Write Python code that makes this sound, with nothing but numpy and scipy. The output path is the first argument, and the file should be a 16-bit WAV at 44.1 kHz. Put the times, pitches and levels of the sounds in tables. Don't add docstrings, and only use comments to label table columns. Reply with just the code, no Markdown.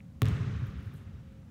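import sys
import numpy as np
from scipy import signal
from scipy.fft import rfft, irfft
from scipy.io import wavfile
from scipy.ndimage import uniform_filter1d

SR = 44100
rng = np.random.default_rng(int(sys.argv[2]) if len(sys.argv) > 2 else 0)


def volts_from_db(level):
    exponent = np.asarray(level, float) / 20
    return 10 ** exponent


def unload_wav(signal):
    wavfile.write(
        sys.argv[1],
        SR,
        np.round(np.clip(np.atleast_2d(signal).T, -1, 1) * 32767).astype(np.int16),
    )


N = 66150
BOUNCE_S = .21905


def evened(x):
    return x / np.sqrt(np.mean(x ** 2) + 1e-20)


def read(points, hz):
    f, value = np.transpose(points)
    return np.interp(np.log(hz + 1), np.log(f + 1), value)


def add(mix, start_s, sound):
    part = mix[round(start_s * SR):][:len(sound)]
    part += sound[:len(part)]


def band(x, lo_hz, hi_hz):
    edges = np.clip([lo_hz, hi_hz], 20, SR / 2.1)
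    return signal.sosfilt(signal.butter(2, edges, "band", fs=SR, output="sos"), x)


def fading(t, level_db, t60_s):
    return volts_from_db(level_db - 60 * t / t60_s)


def wash(colour, size, t60=None, patchy_db=1.):
    hop = size // 4
    frames, hz = N // hop + 5, np.fft.rfftfreq(size, 1 / SR)
    real, imaginary, patches = rng.standard_normal((frames, len(hz), 3)).T
    patches = uniform_filter1d(uniform_filter1d(patches, size=9, axis=0), size=9, axis=1)
    colour_db = read(colour, hz)
    db = colour_db[:, None] + patchy_db * evened(patches)
    if t60:
        age_s = np.maximum(np.arange(frames) * hop / SR - BOUNCE_S, 0)
        db = db - 60 * age_s / read(t60, hz)[:, None]
    spectra = (real + 1j * imaginary) * volts_from_db(db)
    norm = np.sqrt(np.sum(volts_from_db(2 * colour_db)) * 16 / 3)
    return signal.istft(spectra, nperseg=size, noverlap=size - hop)[1][:N] / norm * 2


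# pitch_hz [Hz], level_db [dB per Hz]
SLAP_COLOUR = [(300, -8), (1250, 10.5), (2300, 0), (3700, 1.5), (4400, -8), (9900, -11), (14400, -9.5),
               (16500, -15)]


def slap():
    hz = abs(np.fft.fftfreq(2048, 1 / SR))
    log_gain = np.log(volts_from_db(np.maximum(read(SLAP_COLOUR, hz), -100)))
    click = np.fft.ifft(np.exp(log_gain - 1j * signal.hilbert(log_gain).imag)).real[:1500]
    return -volts_from_db(-14) * np.pad(click, (0, 3500)) / abs(click).max()


# pitch_hz [Hz], level_db [dB], t60_s [s]
RING_TONES = [
    (1093, -6.5, 0.028),
    (1676, 1, 0.0096),
    (2670, -21, 0.032),
    (548, -16, 0.11),
    (429, -8, 0.17),
    (728, -19.5, 0.11),
    (250, -3, 0.2),
    (3820, -31, 0.021),
]


def ball_ring():
    t, rise_cycles = np.arange(5000) / SR, 1.2
    ring = np.zeros(len(t))
    for hz, db, t60_s in RING_TONES:
        rise = np.minimum(hz * t / rise_cycles, 1)
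        ring += fading(t, db, t60_s) * rise * np.sin(2 * np.pi * hz * t)
    return volts_from_db(-26.5) * ring


def nearby_scatter():
    out = np.zeros(2000)
    t = np.arange(600) / SR
    sizzle = band(rng.standard_normal(len(t)), 1600, 23000)
    add(out, 0, (t < .0135) * fading(t, -49.5, .07) * sizzle)
    rattle = band(rng.standard_normal(len(out)), 600, 1500)
    return out + fading(np.arange(len(out)) / SR, -37, .11) * rattle


# delay_s [s], low_edge_hz [Hz], high_edge_hz [Hz], scatter [0-1]
ECHOES = [
    (.0037, 2000, 7500, .5),
    (.0119, 2200, 4600, .15),
    (.016, 2500, 4800, .6),
    (.0262, 1500, 15000, .9),
    (.0371, 1200, 11000, .2),
    (.0464, 700, 6000, .4),
    (.060, 600, 4000, .4),
    (.0662, 1500, 12000, .8),
]
ECHO_DB = [-34, -9, -24, -30, -11.5, -14.5, -17.5, -20.5]


def bounce():
    out, t = np.zeros(N), np.arange(600) / SR
    hit = slap() + ball_ring()
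    add(out, BOUNCE_S, hit)
    add(out, BOUNCE_S, nearby_scatter())
    for (delay_s, lo_hz, hi_hz, scatter), db in zip(ECHOES, ECHO_DB):
        wall = (t == 0) + scatter * 0.51 * rng.standard_normal(len(t)) * fading(t, 0, .007)
        add(out, BOUNCE_S + delay_s, volts_from_db(db) * band(np.convolve(hit, wall), lo_hz, hi_hz))
    return out


# start_s [s], level_db [dB], pitch_hz [Hz], length [cycles]
THUD_RETURNS = [(0.253, -20.5, 119.5, 2.6), (0.2732, -24.5, 115.4, 5), (0.323, -23.5, 89, 2.55),
                (0.345, -26.5, 125, 2.7), (0.377, -52, 113, 2.7), (0.406, -24, 111, 3.5),
                (0.467, -29, 123, 3.6), (0.496, -31, 102.7, 7.8), (0.548, -29, 81, 3.3),
                (0.589, -30.5, 88, 3.2), (0.62, -26, 122.4, 4.8), (0.683, -31, 78, 1.84),
                (0.747, -33, 72.3, 5.3), (0.859, -32, 100.2, 4.25), (.945, -39.5, 95, 3.9),
                (1.062, -39.5, 73, 2.1), (1.127, -39, 75, 3.5)]


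def thuds():
    length_s, squeeze_s = .03, .003
    out, t = np.zeros(N), np.arange(0, length_s, 1 / SR)
    turns = 110 * t + 147 * squeeze_s * (1 - np.exp(-t / squeeze_s))
    arch = np.sin(np.pi * t / length_s)
    first_push = .9 * np.minimum(t / 0.0012, 1) * np.exp(-t / .003)
    add(out, BOUNCE_S + .001, volts_from_db(-17.5) * (arch + first_push) * np.sin(2 * np.pi * turns))
    for start_s, db, hz, cycles in THUD_RETURNS:
        u = np.arange(0, 1, hz / cycles / SR)
        swell = np.sin(np.pi * u ** 0.58) ** 1.25
        add(out, start_s, volts_from_db(db) * swell * np.sin(2 * np.pi * cycles * u))
    return out


# pitch_hz [Hz], level_db [dB per Hz]
TAIL_COLOUR = [(420, -10.5), (830, -20.5), (1250, -10), (3850, -25), (4300, -29.5), (6700, -38),
               (7900, -57), (15500, -41)]
# pitch_hz [Hz], level_db [dB per Hz]
BOOM_COLOUR = [(18, -54), (30, -24), (63, -5), (114, 1), (135, -2), (200, -15), (355, -28), (400, -27),
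               (520, -57), (880, -120)]
# pitch_hz [Hz], level_db [dB per Hz]
BOARDS_COLOUR = [(120, -20), (150, 4.5), (200, 0), (270, -7.5), (330, -14.5), (430, -8.5), (520, -42.5)]
# pitch_hz [Hz], t60_s [s]
GYM_DECAY = [(60, 3.1), (120, 3.22), (300, 2.4), (1100, 2.32), (2900, 2.64), (6000, 2.63), (10000, .7),
             (15000, .45)]


def gym():
    t = np.arange(N) / SR - BOUNCE_S
    gap_s, rise_s = .0245, 0.067
    build = (t > gap_s) * np.clip(0.55 + (t - gap_s) / rise_s, 0, 1)
    bloom_db = 2 * np.exp(-abs(t) / 0.094)
    tail = wash(TAIL_COLOUR, size=256, t60=GYM_DECAY, patchy_db=1.38)
    boom = volts_from_db(-33) * wash(BOOM_COLOUR, size=2048, t60=GYM_DECAY, patchy_db=0)
    boards = volts_from_db(-34.5) * wash(BOARDS_COLOUR, size=2048, t60=GYM_DECAY, patchy_db=0)
    bass_build = np.clip((t - 0.0083) / 0.054, 0, 1)
    return volts_from_db(-41.5 + bloom_db) * build * tail + bass_build * (boom + boards)


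# start_s [s], length_s [s], level_db [dB], low_edge_hz [Hz],
# high_edge_hz [Hz]
SCUFFS = [
    (.0035, 0.0025, -44, 1880, 2670),
    (0.548, 0.23, -80.5, 7089, 16120),
    (0.662, 0.014, -72, 10500, 15800),
    (0.677, 0.0073, -73, 5000, 11000),
    (0.752, 0.21, -79.5, 7000, 15900),
    (.878, 0.00492, -82, 11000, 16000),
    (0.918, .045, -74, 8060, 16500),
    (0.932, .12, -75.5, 6900, 14000),
    (1.108, 0.016, -58.5, 250, 897),
    (1.155, 0.018, -63, 1180, 1420),
]


def scuffs():
    out, size = np.zeros(N), 8000
    for start_s, length_s, db, lo_hz, hi_hz in SCUFFS:
        noise, grain = rng.standard_normal((2, size))
        grit = noise * volts_from_db(4 * evened(uniform_filter1d(grain, size=200)))
        hiss = evened(band(band(grit, lo_hz, hi_hz), lo_hz, hi_hz))
        u = np.minimum(np.arange(size) / SR / length_s, 1)
        add(out, start_s, volts_from_db(db) * np.sin(np.pi * u ** .75) * hiss)
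    return out


# pitch_hz [Hz], level_db [dB per Hz]
AIR_COLOUR = [(15, -64), (25, -47), (60, 4), (182, -2), (214, -2), (339, -22.5), (3910, -42.5),
              (15200, -52.5), (16500, -57)]
# time_s [s], level_db [dB]
WHINE_LEVEL = [(0, -75.5), (.6, -69.5), (1.2, -74.5), (1.33, -67), (1.42, -72.5), (1.5, -95)]


def ventilation():
    t = np.arange(N) / SR
    wander = evened(uniform_filter1d(rng.standard_normal(N), size=1500))
    whine_hz = 537 + 3.2 * wander
    whine = np.sqrt(2) * np.sin(2 * np.pi * np.cumsum(whine_hz) / SR)
    whine_db = np.interp(t, *np.transpose(WHINE_LEVEL))
    air = evened(wash(AIR_COLOUR, size=2048, patchy_db=0))
    return volts_from_db(-50.5) * air + volts_from_db(whine_db) * whine


def scene():
    smooth = gym() + scuffs() + ventilation()
    low_pass = signal.firwin(numtaps=255, cutoff=15800, fs=SR)
    smooth = signal.oaconvolve(smooth, low_pass, "same")
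    return (bounce() + thuds() + smooth)[None]


def top_cut(x):
    return signal.sosfilt(signal.butter(12, 16650, fs=SR, output="sos"), x)


# pitch_hz [Hz], gain_db [dB]
MIC_COLOUR = [(28, -25), (55, 0.5), (3800, 1), (4300, 0), (6600, 2), (9900, 0), (14300, 0), (15700, 3.5)]


def record(dry):
    gain = volts_from_db(read(MIC_COLOUR, np.fft.rfftfreq(N, 1 / SR)))
    mix = irfft(rfft(dry) * gain, N)
    return top_cut(mix)


dry = scene()
out = record(dry)
unload_wav(out)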